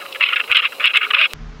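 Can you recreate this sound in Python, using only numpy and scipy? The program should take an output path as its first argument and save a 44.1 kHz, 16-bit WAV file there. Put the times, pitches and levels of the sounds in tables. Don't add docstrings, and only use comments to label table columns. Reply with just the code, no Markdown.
import sys
import numpy as np
from scipy import signal
from scipy.fft import rfft, irfft, next_fast_len
from scipy.io import wavfile
from scipy.ndimage import map_coordinates

SR = 44100
rng = np.random.default_rng(int(sys.argv[2]) if len(sys.argv) > 2 else 0)


def wav_record(signal):
    frames = np.transpose(np.atleast_2d(signal))
    bounded = np.clip(frames, -1, 1)
    quanta = np.round(bounded * 32767).astype(np.int16)
    wavfile.write(sys.argv[1], SR, quanta)


N = 70560

# start in seconds, length in seconds, level in dB,
# brightness in dB per octave.
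RATTLE_BURSTS = [(.003, 0.025, -31.5, -10.5), (0.051, 0.013, -32.5, -14.5), (0.124, 0.0046, -27, 29.5),
                 (0.148, 0.0041, -24, -3.5), (0.156, 0.0072, -24, -5.5), (0.198, 0.0088, -31, -8),
                 (.207, 0.015, -9.5, -4.5), (0.225, .019, -5.5, 2), (0.25, 0.021, -13, 4),
                 (.270, .014, -20, -1.5), (0.287, 0.0056, -10.5, 1), (.296, 0.021, -20, -5.5),
                 (0.323, 0.004, -16.5, -13.5), (0.329, 0.0092, -12.5, -5.5), (0.339, 0.0066, -18.5, -1),
                 (.359, 0.011, -10.5, 0), (0.368, 0.018, -19.5, -5.5), (0.391, 0.005, -21, -2),
                 (0.398, 0.0052, -12.5, -2.5), (0.408, 0.0073, -16, -6), (0.438, 0.0042, -28, -4),
                 (.477, 0.01, -31, -2), (0.494, 0.023, -22, -14.5), (.508, 0.013, -15.5, -4),
                 (0.52, 0.011, -5, -3.5), (0.547, 0.018, -6, 2), (0.567, 0.01106, -1.5, 2.5),
                 (0.581, 0.022, -8, 1.5), (0.603, 0.0048, -17, -4.5), (0.62, 0.027, -16, -2),
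                 (0.645, 0.0065, -12.5, 0), (.652, 0.0077, -7.5, 2), (0.658, 0.017, -21.5, 0),
                 (0.721, 0.011, -29.5, -11.5), (.798, 0.023, -20, -6), (0.825, 0.011, -21.5, -6),
                 (0.841, 0.023, -7, 0), (0.86, 0.021, -5, 4.5), (0.881, 0.035, -17.5, -4.5),
                 (0.935, 0.0087, -13.5, 2.5), (.947, .010, -12, -3.5), (0.957, 0.0061, -2, 0),
                 (0.965, 0.011, -1, 4), (0.978, .008, -13, -1), (0.991, 0.019, -23, -6),
                 (1.011, .011, -10.5, -5.5), (1.028, 0.023, -13, -4.5), (1.05, 0.0176, -24, -10),
                 (1.075, 0.04, -36, -7), (1.104, 0.01007, -12.5, -4.5), (1.109, .008, -22, -23),
                 (1.134, 0.017, -9.5, -3.5), (1.145, 0.0072, -4, 1), (1.156, 0.023, -13, -4.5),
                 (1.182, 0.079, -6.5, 2), (1.256, 0.012, -34, -4), (1.303, 0.0082, -32, 18)]
# pitch in Hz, relative level in dB, time to fall by 60 dB in seconds.
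HOUSING_MODES = [(1235.5, -8.5, 0.036), (1314, -7, 0.019), (1434, -6.5, 0.031), (1644, -11, 0.04),
                 (2178, -5.5, 0.042), (2358, -0.5, 0.023), (2555, 0.5, 0.031), (2694, -0.5, 0.028),
                 (2867, 0.5, 0.036), (3157, -10, 0.041), (3365, -7.5, 0.029), (3840, -18.5, 0.031),
                 (5040, -30, 0.014), (9100, -39, .003)]
# frequency in Hz, relative level in dB.
TICK_COLOUR = [(100, -44), (300, -29), (550, -0.5), (800, -24.5), (1200, -12.5), (1800, -10.5), (2600, 2.5),
               (3500, -10.5), (4100, -18.5), (4500, -34), (5200, -31), (6200, -66), (7500, -58),
               (9300, -44.5), (11500, -55), (16000, -55)]
# start in seconds, peak level in dB.
TACKLE_KNOCKS = [(.063, -18.5), (0.1261, -21), (0.1504, -20.5), (0.4414, -20.5), (.239, 0.5), (.334, -2),
                 (.404, -6), (.5157, 3.5), (.5585, 5), (.569, 6), (.655, -3.5), (.8565, 7.5), (.959, 2),
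                 (.967, 4), (.9727, 11), (1.149, 3.5)]
# start in seconds, starting level in dB.
LINE_TUGS = [(0.501, -37.5), (.570, -52), (0.966, -55)]
# time in seconds, middle pitch in Hz,
# middle level in dB.
LINE_HUM = [(0, 550, -44), (.17, 535, -41), (.22, 591.2, -38), (.29, 500, -50.5), (.37, 530, -38.5),
            (.45, 422.2, -50), (.53, 520, -43.5), (.72, 540, -45.5), (.80, 540, -41), (.83, 610, -33.5),
            (.88, 470, -54), (.94, 550, -44), (1.05, 370, -41), (1.14, 466.5, -44.5), (1.18, 599, -33.5),
            (1.22, 650, -27.5), (1.27, 540, -46), (1.33, 430, -45)]
# frequency in Hz, relative level in dB per Hz.
WATER_COLOUR = [(30, -42), (100, -20), (250, -9.5), (480, 1), (780, -4), (1200, -1), (1700, -13),
                (2800, 1.5), (3500, -13), (4000, 0), (4400, -15), (5000, -12), (6000, -22), (16000, -40)]
# frequency in Hz, relative level in dB per Hz.
HISS_COLOUR = [(500, -49), (5000, -9), (8000, -2), (12000, -1), (15500, -1.5)]
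# frequency in Hz, relative level in dB.
SWITCH_COLOUR = [(100, -10), (1000, 1), (3000, 4.5), (6000, -6.5), (15000, -14)]
# pitch in Hz, level in dB before the swell,
# size of the random waver in dB (its sign does not matter).
ENGINE_TONES = [(40, -37, -2), (159.4, -43.5, -0.5), (232, -54.5, -4.5), (435, -62, -4)]
# time in seconds, change of level in dB.
ENGINE_LEVEL = [(1.335, -0.5), (1.38, -2), (1.43, 3), (1.51, -3), (1.56, -3.5), (1.6, -4)]
# frequency in Hz, relative level in dB per Hz.
WASH_COLOUR = [(150, -34), (250, -14), (369, -35), (393, -10), (441, -5.5), (494, -16), (1280, -11),
               (3990, -23.5), (6080, -27), (6700, -31), (12000, -81), (15600, -111), (22000, -120)]
# frequency in Hz, relative level in dB per Hz.
WIND_COLOUR = [(15, -11), (40, 5.5), (70, -4.5), (120, -6.5), (220, -12), (400, -21), (1500, -62),
               (5000, -120)]

CONTACTS_PER_S = 1500
CONTACT_MOVES_S, CONTACT_POINTS = 0.012, 4
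SIZE_SPREAD_DB, EDGE_DB = 3, -2
LOW_CUT_HZ = 1020
RING_DB = 0.5
PITCH_SPREAD = 0.02
KNOCK_HZ, KNOCK_RISE_S = 2764, 0.00071
TUG_HZ, TUG_T60_S = 91, 0.056
LINE_WAVER_HZ, LINE_WAVER_DB = 18, 3
WATER_DB, WATER_FLUTTER_DB, HISS_DB = -38.5, 1.3, -46.5
AGC_KNEE_DB, AGC_SHARE = -19, 0.48
AGC_ATTACK_S, AGC_RELEASE_DB_PER_S = 0.0076, 79.5
WASH_DB, WIND_DB = -47, -40
SURFACE_S, SWITCH_DB = 1.335, -0.5
CEILING, TOP_HZ = 0.93, 15850


def amp(db):
    return 10 ** (np.asarray(db) / 20)


def unit(x):
    return x / np.sqrt(np.mean(x ** 2) + 1e-20)


def along(points, hz):
    f, v = np.transpose(points)
    return np.interp(np.log(hz + 1), np.log(f + 1), v)


def curves(rows):
    s, *columns = np.transpose(rows)
    return [np.interp(np.arange(N) / SR, s, column) for column in columns]


def wobble(rate):
    knots = rng.standard_normal(2048)
    return map_coordinates(knots, [np.arange(N) * rate / SR + 2], mode="mirror")


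def filtered(x, response):
    m = next_fast_len(N + SR // 2)
    return irfft(rfft(x, m) * response(np.fft.rfftfreq(m, 1 / SR)), m)[:N]


def noise(colour):
    return unit(filtered(rng.standard_normal(N), lambda hz: amp(along(colour, hz))))


def click(colour, size=2048):
    log_gain = along(colour, np.fft.rfftfreq(size, 1 / SR)) * np.log(10) / 20
    cepstrum = irfft(log_gain)
    cepstrum[1:size // 2] *= 2
    cepstrum[size // 2 + 1:] = 0
    h = irfft(np.exp(rfft(cepstrum)))
    return h / np.linalg.norm(h)


def add(out, s, x):
    i = max(0, round(s * SR))
    out[i:i + len(x)] += x[:len(out) - i]


def housing(size=2048):
    t = np.arange(size) / SR
    hz, db, t60 = np.transpose(HOUSING_MODES)[:, :, None]
    detune, level, phase = rng.standard_normal((3, len(HOUSING_MODES), 1))
    mode_hz = hz * (1 + PITCH_SPREAD * detune)
    modes = amp(db + 2 * level - 60 * t / t60) * np.sin(2 * np.pi * (mode_hz * t + phase))
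    soft_start = 1 - np.exp(-(t / 0.0005) ** 2)
    ring = modes.sum(0) * soft_start
    return click(TICK_COLOUR) + amp(RING_DB) * ring / np.linalg.norm(ring)


def rattle(size=8192, count=256):
    out = np.zeros(N)
    low_cut = signal.butter(4, LOW_CUT_HZ, "high", fs=SR, output="sos")
    for s, length, db, bright in RATTLE_BURSTS:
        gaps = rng.uniform(0.2, 1.8, count)
        at = (np.cumsum(gaps) - gaps[0]) / CONTACTS_PER_S
        edge = (2 * at / length - 1) ** 2
        sizes_db = SIZE_SPREAD_DB * rng.standard_normal(count) + EDGE_DB * edge
        point = at // CONTACT_MOVES_S % CONTACT_POINTS
        spectrum = 0
        for k in range(CONTACT_POINTS):
            hit = (at <= length) & (point == k)
            contacts = np.bincount((at[hit] * SR).astype(int), amp(sizes_db[hit]), size)
            spectrum = spectrum + rfft(contacts, size) * rfft(housing(), size)
        tilt = click([(1250, -bright), (5000, bright)])
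        burst = signal.sosfilt(low_cut, irfft(spectrum * rfft(tilt, size)))
        add(out, s, amp(db) * np.sqrt(length * SR) * burst / np.linalg.norm(burst))
    return out


def knocks():
    out, t = np.zeros(N), np.arange(SR // 100) / SR
    u = t / KNOCK_RISE_S
    envelope = u ** 2 * np.exp(2 * (1 - u))
    for s, db in TACKLE_KNOCKS:
        hz = KNOCK_HZ * (1 + PITCH_SPREAD * rng.standard_normal())
        add(out, s, amp(db) * envelope * np.sin(2 * np.pi * hz * t))
    return out


def tugs():
    out, t = np.zeros(N), np.arange(SR // 10) / SR
    for s, db in LINE_TUGS:
        add(out, s, amp(db - 60 * t / TUG_T60_S) * np.sin(2 * np.pi * TUG_HZ * t))
    return out


def line():
    hz, db = curves(LINE_HUM)
    phase = 2 * np.pi * np.cumsum(hz + LINE_WAVER_HZ * wobble(120)) / SR
    return amp(db + LINE_WAVER_DB * wobble(69.3)) * np.sin(phase)


def water():
    return amp(WATER_DB + WATER_FLUTTER_DB * wobble(90.8)) * noise(WATER_COLOUR)


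def hiss():
    return amp(HISS_DB) * noise(HISS_COLOUR)


def gain_control(x):
    k = np.exp(-1 / (AGC_ATTACK_S * SR))
    power = signal.lfilter([1 - k], [1, -k], x ** 2)
    level_db = 10 * np.log10(power + 1e-12)
    wanted_cut_db = AGC_SHARE * np.maximum(level_db - AGC_KNEE_DB, 0)
    release = AGC_RELEASE_DB_PER_S * np.arange(N) / SR
    cut_db = np.maximum.accumulate(wanted_cut_db + release) - release
    return x * amp(-cut_db)


def outboard():
    swell_db, = curves(ENGINE_LEVEL)
    turns = np.cumsum(1 + 0.018 * wobble(17)) / SR
    engine = np.zeros(N)
    for hz, db, waver in ENGINE_TONES:
        tone = np.sqrt(2) * np.sin(2 * np.pi * (hz * turns + rng.random()))
        engine += amp(db + waver * wobble(25.3)) * tone
    return amp(swell_db) * engine


def wash():
    return amp(WASH_DB) * noise(WASH_COLOUR)


def wind():
    return amp(WIND_DB) * noise(WIND_COLOUR)


def scene():
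    below = gain_control(rattle() + knocks() + tugs() + line() + water() + hiss())
    boat = outboard() + wash() + wind()
    out = np.where(np.arange(N) / SR < SURFACE_S, below, boat)
    add(out, SURFACE_S, amp(SWITCH_DB) * click(SWITCH_COLOUR))
    return out[None]


def record(dry):
    clipped = np.clip(dry[0], -CEILING, CEILING)
    return filtered(clipped, lambda hz: 1 / (1 + (hz / TOP_HZ) ** 200))[None]


dry = scene()
out = record(dry)
wav_record(out)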